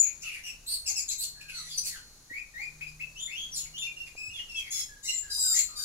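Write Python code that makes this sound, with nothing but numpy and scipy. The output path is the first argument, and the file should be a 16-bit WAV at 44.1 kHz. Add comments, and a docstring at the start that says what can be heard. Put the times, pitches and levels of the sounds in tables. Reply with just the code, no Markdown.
"""Magpie-robins squabble and sing in a wire cage in a yard, a few metres away.
First the syrinx gives squeaks, harsh chips, hoarse downslurs and brief whistles. From 2.3 s come
upslurs and knocks on the perches, then more whistles, chips and squeaks. From 4.5 s the membranes
slap in three screeches, from 5.3 s in two nasal snarls. Throughout, nearby rock and walls smear
each note and the wires ring, over outdoor air, a low rumble and a far motor."""
import sys
import numpy as np
from scipy import signal
from scipy.fft import rfft, irfft
from scipy.io import wavfile
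from scipy.ndimage import map_coordinates

SR = 44100
rng = np.random.default_rng(int(sys.argv[2]) if len(sys.argv) > 2 else 0)


def digitize_waveform(pressure):
    """Quantize a signal to 16-bit integers and store it at the path in sys.argv[1].

    Rows of a 2-D input are taken as channels; values are limited to [-1, 1].
    """
    field = np.atleast_2d(pressure).T
    bounded = np.clip(field, -1, 1)
    quanta = np.round(bounded * 32767).astype(np.int16)
    wavfile.write(sys.argv[1], SR, quanta)


N = 257544
TIME_S = np.arange(N) / SR


def syrinx(arc_hz, rasp, wobble=0.00376, flutter=0.0567, shake=0.51, grit=0.16):
    """Pitch, phase and pressure of one note; a rasping membrane shakes in pitch and strength."""
    size = len(arc_hz)
    t = TIME_S[:size]
    rise_s, fall_s = 0.011, 0.0052
    hz = arc_hz * (1 + wobble * wander(size, 48.7) + flutter * rasp * wander(size, 330))
    rise = np.sin(np.pi / 2 * np.clip(t / rise_s, 0, 1))
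    fall = np.sin(np.pi / 2 * np.clip(t[::-1] / fall_s, 0, 1))
    uneven_cycles = 1 + grit * rasp * wander(size, 1000)
    pressure = unit(rise * fall * uneven_cycles * np.exp(shake * rasp * wander(size, 221)))
    return hz, 2 * np.pi * np.cumsum(hz) / SR, pressure


# Half-closed beak in song: f/Hz, gain/dB
SONG_BEAK = [(1200, 13.5), (3500, 3), (5200, -3), (7200, 4.5), (8800, -16.5), (10800, -4), (12500, -38),
             (14300, -9), (15500, -27)]


def note(arc_hz, rasp, overtone_db, rolloff_db, hiss_db, colour=SONG_BEAK):
    """Coloured syrinx harmonics, plus turbulent air in step with the rasp."""
    hz, phase, pressure = syrinx(arc_hz, rasp)
    k = np.arange(1, 7)[:, None]
    harmonics = undb((k > 1) * (overtone_db + rolloff_db * (k - 3.5))) * (k * hz < SR / 2)
    tone = unit(np.sum(harmonics * response(k * hz, colour) * np.sin(k * phase), axis=0))
    hiss = noise(len(hz), [(1000, -25), (2500, 3), (4500, 10), (6800, 3), (8500, -32),
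                           (10000, 8), (15500, -9)])
    return pressure * (tone + undb(hiss_db) * rasp * hiss)


def scratch(size, colour, burst_hz=420, depth=0.53):
    """Chaotic membrane slaps: uneven bursts of coloured noise."""
    edge = np.sin(np.pi * np.linspace(0, 1, size)).clip(0) ** .5
    return unit(noise(size, colour) * edge * np.exp(depth * wander(size, burst_hz)))


# Chip tone colour, two notched outlines: f/Hz, A (bright at 6-7 kHz)/dB, B (bright near 9 kHz)/dB
CHIP_COLOUR = [(1950, -14, -18.5), (2605, -1, -3), (3140, -17, -19), (4260, -1.5, -0.5), (5600, 12.5, -2),
               (5970, 13.5, -8), (6830, 15.5, 0.5), (7950, 8, 4), (8460, -28.5, 7), (9100, -2.5, 9.5),
               (10330, 0.5, -2), (11000, -9.5, -2), (12250, -2.5, 3.5), (13500, 0, -8), (15500, -10, -7)]
# Chips: t/s, length/s, start f/Hz, middle f/Hz, end f/Hz, level/dB, scratch/dB, A-to-B blend/0-1,
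# overtones/dB, rasp/0-1
CHIPS = [ (0.206, 0.037, 2410, 2476, 2240, -44, 5, 0, -17, .7),
         (0.307, 0.055, 2725, 2600, 2090, -42, -12, 0.8, -34, 0.97),
         (0.434, 0.067, 2755, 2916, 2584, -40, -15, 0.37, -19, 0.65),
         (0.662, 0.09, 3650, 4364, 4140, -32.5, -12, 0.9, -10.5, 0.74),
         (0.856, 0.049, 2690, 2480, 2106, -29.5, -9, 0, -3, 0.43),
         (0.952, 0.049, 2736, 2534, 2135, -30.5, -14, 0, -3, 0.31),
         (1.078, 0.038, 3360, 3863, 3970, -33, -20, 0.1, -7.5, 0.89),
         (1.105, 0.029, 2680, 2300, 2040, -34, -5, 0, -3, 0.33),
         (1.177, 0.056, 3640, 4090, 4590, -34.5, -9, 0.79, -7, 0.41),
         (1.22, 0.027, 4560, 3953, 2520, -34, -14, 0.46, -8, 0.93),
         (1.683, 0.036, 2572, 2316, 2150, -48, -3.5, 0.36, -1, 0.34),
         (1.762, 0.027, 4240, 4894, 4360, -33, -13, 0.86, -9, .8),
         (1.834, 0.057, 2553, 2346, 1870, -35.5, -1, 0.69, -0.5, 0.58),
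         (3.536, 0.06, 5040, 4120, 3510, -38.5, -8, 0.98, -9, 0.68),
         (4.703, 0.035, 3236, 3383, 3190, -34, -7.5, 0.3, -4, 0.53),
         (5.529, 0.075, 1695, 2090, 2083, -33.5, -7, 0.5, -10, 0.5), ]


def chips(rasp_growth=0.46):
    """Scolding pitch arches that roughen, each coloured by a blend of two outlines."""
    out = np.zeros((2, N))
    for start_s, length_s, *pitches_hz, db, scratch_db, blend, overtone_db, rasp in CHIPS:
        u = progress(length_s)
        arc_hz = np.polyval(np.polyfit([0, .5, 1], pitches_hz, 2), u)
        colour = [(hz, a_db + blend * (b_db - a_db)) for hz, a_db, b_db in CHIP_COLOUR]
        effort = np.sin(np.pi / 2 * np.minimum(2 * u, 1)) ** 2
        roughness = rasp + rasp_growth * u
        voice = note(arc_hz, roughness, overtone_db, rolloff_db=-1.5, hiss_db=-20, colour=colour)
        sound = unit(voice) + undb(scratch_db) * unit(effort * scratch(len(u), colour))
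        add(out, start_s, undb(db) * unit(sound), pan_db=0.5)
    return out


# Squeaks: t/s, length/s, f/Hz, level/dB, overtones/dB, rasp/0-1, L-R/dB
SQUEAKS = [ (-.003, 0.01, 7043, -16, -10, 0.02, 4.5), (0.018, 0.038, 6750, -28.5, -24, 0, 3),
           (1.774, 0.0156, 6030, -29, -23.5, 0.54, 3), (3.548, 0.043, 5510, -44, -13, 0, -5),
           (3.55, 0.064, 7030, -36.5, -20, 0.56, -0.5), (5.038, 0.1, 7820, -42, -20, 0.2, -4),
           (5.125, 0.066, 7460, -32.5, -12, 0.47, 1), (5.388, 0.15, 7745, -27, -3, 0.16, -3),
           (5.547, 0.058, 7124, -24.5, -6, 1, 1), ]


def squeaks(sag_oct_per_s=.5):
    """Piercing high tones that droop slightly."""
    out = np.zeros((2, N))
    for start_s, length_s, hz, db, overtone_db, rasp, pan_db in SQUEAKS:
        arc_hz = sagging(length_s, hz, sag_oct_per_s)
        voice = note(arc_hz, rasp, overtone_db, rolloff_db=-2.5, hiss_db=-14)
        add(out, start_s, undb(db) * voice, pan_db)
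    return out


# Nasal, buzzing bands of a snarl at tuning 1: f/Hz, width/Hz, level/dB
SNARL_BANDS = [(4070, 260, -7.5), (5090, 800, 1.5), (6170, 900, -9), (7580, 600, -3.5), (9120, 2800, -5),
               (10600, 2800, -8.5), (12770, 1900, -8.5), (14800, 2400, -13.5)]
# Snarls: t/s, length/s, tuning/ratio, level/dB, L-R/dB
SNARLS = [(5.294, 0.257, 0.98, -32.5, 0.5), (5.753, 0.15, .94, -36, 3)]


def snarls(slaps_per_s=1300, sag_oct_per_s=.25, attack_s=.014, release_s=0.018):
    """Irregular slaps buzz in slowly sinking nasal bands; low ones also sing, high ones swell."""
    out, t = np.zeros((2, N)), TIME_S[:SR // 40]
    tone_db, tone_db_per_oct, swell_db_per_oct = 3, -24, 4
    for start_s, length_s, tuning, db, pan_db in SNARLS:
        u = progress(length_s)
        gate = np.clip(u * length_s / attack_s, 0, 1) * np.clip((1 - u) * length_s / release_s, 0, 1)
        slaps = rng.choice([-1., 1.], SR) * (rng.random(SR) < slaps_per_s / SR)
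        glide = sagging(length_s, tuning, sag_oct_per_s)
        sound = 0
        for hz, width_hz, band_db in SNARL_BANDS:
            octaves = np.log2(hz / SNARL_BANDS[0][0])
            ring = (t ** 2 * np.exp(-np.pi * width_hz * t)) ** 2 * np.sin(2 * np.pi * hz * t)
            rattle = signal.fftconvolve(slaps, ring)
            band = unit(map_coordinates(rattle, [len(t) + np.cumsum(glide)], order=5))
            _, phase, pressure = syrinx(hz * glide, rasp=0.348)
            tone = undb(tone_db + tone_db_per_oct * octaves) * pressure * np.sin(phase)
            swell = undb(swell_db_per_oct * octaves * np.minimum(2 * u, 1))
            sound = sound + undb(band_db) * unit(band + tone) * unit(swell)
        add(out, start_s, undb(db) * unit(gate * sound), pan_db)
    return out


# Upslurs: t/s, length/s, start f/Hz, top f/Hz, foot/s, climb/s, level/dB, overtones/dB, rasp/0-1
UPSLURS = [ (2.295, 0.094, 1877, 2515, 0.012, 0.083, -39.5, -23, 0.15),
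           (2.537, 0.11, 1839, 2441, 0.018, 0.078, -39, -18, 0.15),
           (2.804, 0.037, 1947, 2498, 0.0017, 0.01, -38, -25, 0.39),
           (2.992, 0.043, 2023, 2590, 0.0014, 0.015, -38, -25, 0.32),
           (3.148, 0.12, 2590, 3532, 0.0061, .056, -39.5, -10.5, 0.19),
           (3.274, 0.18, 2028, 3274, 0.001525, 0.12, -39.5, -16.5, 0.39),
           (3.735, 0.091, 2918, 3567, 0.023, 0.028, -36.5, -14.5, 0.09),
           (4.159, 0.13, 2316, 2566, 0.0022, .02, -41, -9.5, 0.03), ]


def upslurs(stall=0.92, swell_db=11, full_rasp_hz_per_s=48000, air_db=-19.5):
    """Whistles swell from a low foot in two steps, with a thin rush of air; fast climbs rasp more."""
    out = np.zeros((2, N))
    for start_s, length_s, low_hz, top_hz, foot_s, climb_s, db, overtone_db, rasp in UPSLURS:
        u = progress(length_s)
        climbed = np.clip((u * length_s - foot_s) / climb_s, 0, 1)
        below_top = 1 - climbed + stall * np.sin(4 * np.pi * climbed) / (4 * np.pi)
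        arc_hz = top_hz + (low_hz - top_hz) * below_top
        strain = np.sin(np.pi * climbed) * (top_hz - low_hz) / climb_s / full_rasp_hz_per_s
        voice = note(arc_hz, rasp + strain, overtone_db, rolloff_db=-4.5, hiss_db=-15.5)
        air = undb(air_db) * np.sin(np.pi * u) * noise(len(u), [(4000, -34), (9500, -44), (14000, 23)])
        add(out, start_s, undb(db) * (unit(voice * undb(-swell_db * below_top)) + air), pan_db=2)
    return out


# Whistles: t/s, length/s, f/Hz, level/dB, overtones/dB, rasp/0-1, L-R/dB, sag/(oct/s)
WHISTLES = [ (0.895, 0.029, 810, -57.5, -20, 0, 2, 0.032), (1.213, 0.029, 4310, -41, -24, 0.05, 3.5, 0.13),
            (2.593, 0.017, 818, -57, -29, 0.2, 3, .2), (2.862, 0.027, 2490, -45.5, -13, 0.34, -2, -0.061),
            (3.809, 0.034, 6170, -48, -36, 0.05, 6, -0.15), (3.817, 0.044, 2740, -36, -23, 0.3, -0.5, 0.18),
            (3.963, 0.063, 2782, -40.5, -21, 0.11, 0, 0.33),
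            (4.295, 0.099, 2767, -45.5, -17, 0.18, 1, -0.19),
            (4.384, 0.028, 2857, -38.5, -25, 0.1, 1, -0.088),
            (4.488, 0.11, 2740, -42, -11.5, 0.21, 2.5, 0.79), (4.737, 0.078, 3390, -37, 0, 0.37, 1, 0.13),
            (4.884, 0.063, 1698, -57, -27, 0.06, -4.5, 0.25),
            (4.913, 0.058, 1676, -52.5, -38, 0.02, 7, 0.33),
            (5.049, 0.096, 2104, -44, -3, 0.18, 0.5, 0.367),
            (5.079, 0.024, 2815, -30, -9, 0.24, -3.5, -0.000092),
            (5.227, 0.095, 1706, -51, -45.5, 0.39, -3, 1.0),
            (5.685, 0.115, 1247, -54.5, -15.5, 0.58, 2, 0.25), ]


def whistles():
    """Tones held near one pitch."""
    out = np.zeros((2, N))
    for start_s, length_s, hz, db, overtone_db, rasp, pan_db, sag_oct_per_s in WHISTLES:
        arc_hz = sagging(length_s, hz, sag_oct_per_s)
        voice = note(arc_hz, rasp, overtone_db, rolloff_db=-7, hiss_db=-4)
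        add(out, start_s, undb(db) * voice, pan_db)
    return out


# Downslurs: t/s, length/s, start f/Hz, end f/Hz, level/dB, overtones/dB, rasp/0-1
DOWNSLURS = [ (0.016, 0.087, 2457, 2316, -48, -36, 0.98), (0.229, 0.076, 2782, 2432, -40, -23.5, 0.77),
             (0.231, 0.051, 1440, 1190, -52.5, 8, 0.52), (0.33, 0.07, 2360, 1880, -51.5, -8, 1),
             (0.854, 0.023, 2700, 2700, -45.5, -10, 0.2), (0.943, 0.022, 2727, 2690, -43.5, -13, 0),
             (1.079, 0.038, 4140, 4000, -41.5, -18, 0.62), (1.35, 0.15, 1665, 1622, -60, -14.5, 0.7),
             (1.486, 0.14, 1558, 1165, -54.5, -2, 0.43), (1.528, 0.086, 4400, 3930, -42.5, 0, 0.6),
             (1.403, 0.018, 2500, 2700, -46, -1, 1), (1.479, 0.033, 2668, 2580, -43, -8, 0.89),
             (1.514, 0.17, 2134, 1900, -50, 13.5, 1), (1.556, 0.0303, 7800, 7640, -55.5, -25, 0.3),
             (1.566, 0.027, 6120, 5865, -47, -26, 0.18), (1.682, 0.05, 3520, 3410, -48.5, -3, 0.86),
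             (1.706, 0.052, 4755, 4560, -41.5, -5, 1), (1.857, 0.024, 4540, 4260, -38, 1, 0.75),
             (1.899, 0.08, 2098, 1345, -48, 1.5, 1), (3.513, 0.045, 5960, 5100, -41.5, 0, 0.3),
             (3.598, 0.068, 3210, 2070, -54, 2, 1), (3.864, 0.018, 2470, 2370, -38.5, -20, 0),
             (4.058, 0.024, 2706, 2100, -48, -5.5, 0.98), (4.333, 0.069, 3478, 3060, -42, -14, 0.22),
             (4.355, 0.047, 2465, 1900, -54, -3, 0.94), (4.552, 0.045, 3333, 3216, -35, -19, 0.2),
             (4.585, 0.11, 2515, 1957, -49.5, -13, 0.93), (4.71, 0.1, 2284, 2106, -53.5, -18, 1),
             (5.045, 0.034, 5880, 5600, -43, -20, 0.2), (5.537, 0.043, 2120, 1952, -46, -20, 0.73),
             (5.431, 0.11, 1526, 1260, -53.5, -4, 0.27), (5.776, 0.092, 1637, 1330, -56.5, 0, 1), ]


def downslurs(bend=1.6):
    """Hoarse notes, nearly all falling ever faster; two clean, level tones near 0.85 and 0.94 s open the chips
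    that follow."""
    out = np.zeros((2, N))
    for start_s, length_s, start_hz, end_hz, db, overtone_db, rasp in DOWNSLURS:
        arc_hz = start_hz + (end_hz - start_hz) * progress(length_s) ** bend
        voice = note(arc_hz, rasp, overtone_db, rolloff_db=1.5, hiss_db=-8)
        add(out, start_s, undb(db) * voice, pan_db=0.5)
    return out


# Open beak in a screech: f/Hz, gain/dB
OPEN_BEAK = [(1200, -21.5), (2600, -14), (3400, 1.5), (4000, 2), (5000, -5.5), (6500, 0), (7300, 2.5),
             (9000, -4), (11200, -3.5), (12300, -6), (13500, -10), (15500, -15)]
# Screeches: t/s, length/s, pulse rate/Hz, level/dB, throat f/Hz, rasp/0-1, L-R/dB
SCREECHES = [ (4.555, 0.051, 667, -49.5, 5900, 0, 4.5), (4.712, 0.11, 684.6, -39, 5370, 0.2, 0),
             (5.027, 0.086, 971, -41.5, 7010, 0.19, 3), ]


def screeches(sag_oct_per_s=.46, swell_db_per_s=37.5, throat_db=13, half_width_hz=230, scratch_db=-7):
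    """Slapping membranes give a scratchy stack that swells as it sinks; the throat lifts one partial."""
    out = np.zeros((2, N))
    for start_s, length_s, pulse_hz, db, throat_hz, rasp, pan_db in SCREECHES:
        hz, phase, pressure = syrinx(sagging(length_s, pulse_hz, sag_oct_per_s), rasp)
        k = np.arange(1, int(TOP_HZ / hz.mean()) + 1)[:, None]
        throat = 1 + undb(throat_db) / (1 + ((k * hz - throat_hz) / half_width_hz) ** 2)
        scatter = rng.uniform(0, 2 * np.pi, k.shape)
        stack = unit(np.sum(response(k * hz, OPEN_BEAK) * throat * np.sin(k * phase + scatter), axis=0))
        pressure = unit(pressure * undb(swell_db_per_s * TIME_S[:len(hz)]))
        rattle = scratch(len(hz), [(3000, -36), (4800, 9), (6700, -6), (8200, 2), (10500, 4),
                                   (12600, -5), (14000, -4), (15300, -1)])
        add(out, start_s, undb(db) * pressure * (stack + undb(scratch_db) * rattle), pan_db)
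    return out


# Knocks: t/s, level/dB, f/Hz, t60/s
KNOCKS = [(2.309, -40.5, 271, 0.038), (3.788, -20, 4850, 0.00093), (4.151, -42.5, 635, 0.017),
          (4.276, -50, 77.5, 0.41), (5.378, -57, 1000, 0.18)]


def knocks():
    """Feet and wings bump perches and wires; lower bumps swell more slowly."""
    out, t = np.zeros((2, N)), TIME_S[:SR // 2]
    for start_s, db, hz, t60_s in KNOCKS:
        body = noise(len(t), [(hz / 4, -20), (hz, 0), (hz * 2, -16), (hz * 10, -50)])
        add(out, start_s, undb(db) * body * (1 - np.exp(-t * hz)) * 1000 ** (-t / t60_s), pan_db=0)
    return out


# Cage wires, rung by calls at their pitch: f/Hz, level/dB, t60/s
WIRES = [(4290, -22, 1.1), (4350, -28, .9), (9190, -27, .5)]


def walls(calls, direct_db=-4, gap_s=0.0026, near_t60_s=.25, far_db=-17, far_t60_s=.62):
    """Direct sound, a spray of echoes off rock and walls, a duller tail and the ring of the cage."""
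    t, out = TIME_S[:SR], []
    wires = sum(undb(db) * unit(np.sin(2 * np.pi * hz * t) * 1000 ** (-t / t60_s))
                for hz, db, t60_s in WIRES)
    for channel in calls:
        spray = rng.standard_normal(SR) * (rng.random(SR) < .04)
        near = spray * (t > gap_s) * 1000 ** (-t / near_t60_s)
        dull = noise(SR, [(300, 0), (3000, 0), (15000, -12)])
        far = dull * (1 - np.exp(-t / 0.0051)) * 1000 ** (-t / far_t60_s)
        echoes = (unit(near) + undb(far_db) * unit(far) + wires) / np.sqrt(SR)
        out.append(undb(direct_db) * channel + signal.fftconvolve(channel, echoes)[:N])
    return np.array(out)


# Air spectrum: f/Hz, relative density/dB
YARD_AIR = [(22, 3.5), (54, 2), (102, -9.5), (170, -10), (300, -14.5), (600, -18.5), (1500, -20.5),
            (3300, -25), (4200, -16.5), (5200, -18.5), (6600, -12.5), (8400, -25), (10000, -21.5),
            (15500, -31.5)]


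def yard_air(level_db=-57, side_db=-2):
    """Outdoor air, alike on both sides in the bass."""
    mid = noise(N, YARD_AIR) * undb(wander(N, 2.724))
    side = signal.sosfilt(signal.butter(2, 450, "high", fs=SR, output="sos"), noise(N, YARD_AIR))
    return undb(level_db) * (mid + undb(side_db) * side * np.array([[1], [-1]]))


# Rumble tones: f/Hz, level/dB
RUMBLE = [(31.2, -65.5), (66, -71), (120, -74)]
# Motor envelope: t/s, level/dB
MOTOR = [(0.0, -78), (1.09, -75.5), (1.93, -61), (2.24, -86), (2.81, -62.5), (4.23, -69), (4.28, -76),
         (5.12, -78.5), (5.84, -95)]


def rumble_and_motor(motor_hz=154, drift=0.01064, waver_db=4.3):
    """Low tones and a far motor's hum, each wavering in pitch and level."""
    out = np.zeros(N)
    motor_db = np.interp(TIME_S, *np.transpose(MOTOR))
    for hz, db in [*RUMBLE, (motor_hz, motor_db)]:
        phase = 2 * np.pi * np.cumsum(hz * (1 + drift * wander(N, 1.31))) / SR
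        out += 2 ** .5 * undb(db + waver_db * wander(N, 1.5)) * np.sin(phase)
    return out


def progress(length_s):
    """0 to 1 over a note."""
    return np.linspace(0, 1, int(length_s * SR))


def sagging(length_s, pitch, oct_per_s):
    """Pitch sinking as the air runs out; a negative rate rises."""
    return pitch * 2 ** (-oct_per_s * length_s * progress(length_s))


def undb(db):
    """Decibels to gain."""
    return 10 ** (np.asarray(db) / 20)


def unit(x):
    """Scale to rms 1."""
    return x / np.sqrt(np.mean(x ** 2) + 1e-18)


def response(hz, outline):
    """Gain at hz of an (f/Hz, gain/dB) outline."""
    knots_hz, db = np.transpose(outline)
    return undb(np.interp(np.log(hz + 1), np.log(knots_hz), db))


def noise(size, outline):
    """Noise coloured by an (f/Hz, gain/dB) outline."""
    gain = response(np.fft.rfftfreq(size, 1 / SR), outline)
    return unit(irfft(rfft(rng.standard_normal(size)) * gain, size))


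def wander(size, hz):
    """Smooth random motion up to about hz, spread near 1."""
    knots = rng.standard_normal(int(size * 2 * hz / SR) + 4)
    return map_coordinates(knots, [np.arange(size) * 2 * hz / SR], order=3, mode="nearest")


def add(out, start_s, sound, pan_db):
    """Mix in at start_s; pan_db is left minus right."""
    onset = int(start_s * SR)
    first, end = max(onset, 0), min(onset + len(sound), N)
    for channel, db in zip(out, (pan_db / 2, -pan_db / 2)):
        channel[first:end] += undb(db) * sound[first - onset:end - onset]


def scene(left_lag_s=.00013):
    """Birds in the yard, slightly to the right, so their calls reach the left later."""
    left, right = upslurs() + whistles() + downslurs() + squeaks() + chips() + screeches() + snarls()
    left = np.pad(left, (int(left_lag_s * SR), 0))[:N]
    return walls([left, right]) + knocks() + yard_air() + rumble_and_motor()


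TOP_HZ = 15700
# Microphone port colour: f/Hz, L-R/dB
PORTS = [(1500, -0.5), (2600, 3.5), (3300, -3.5), (4300, 0), (5500, 3.5), (6600, 6), (7600, 8), (8600, -5),
         (10200, -10), (12300, -7.5), (14500, 1)]


def record(dry):
    """Two microphone ports, alike in the bass, colour the sides; low-pass at TOP_HZ."""
    tilt = response(np.fft.rfftfreq(2 * N, 1 / SR), [(400, 0), *PORTS]) ** .5
    coloured = irfft(rfft(dry, 2 * N) * np.array([tilt, 1 / tilt]))[:, :N]
    return signal.sosfilt(signal.ellip(10, .2, 80, TOP_HZ, fs=SR, output="sos"), coloured)


dry = scene()
out = record(dry)
digitize_waveform(out)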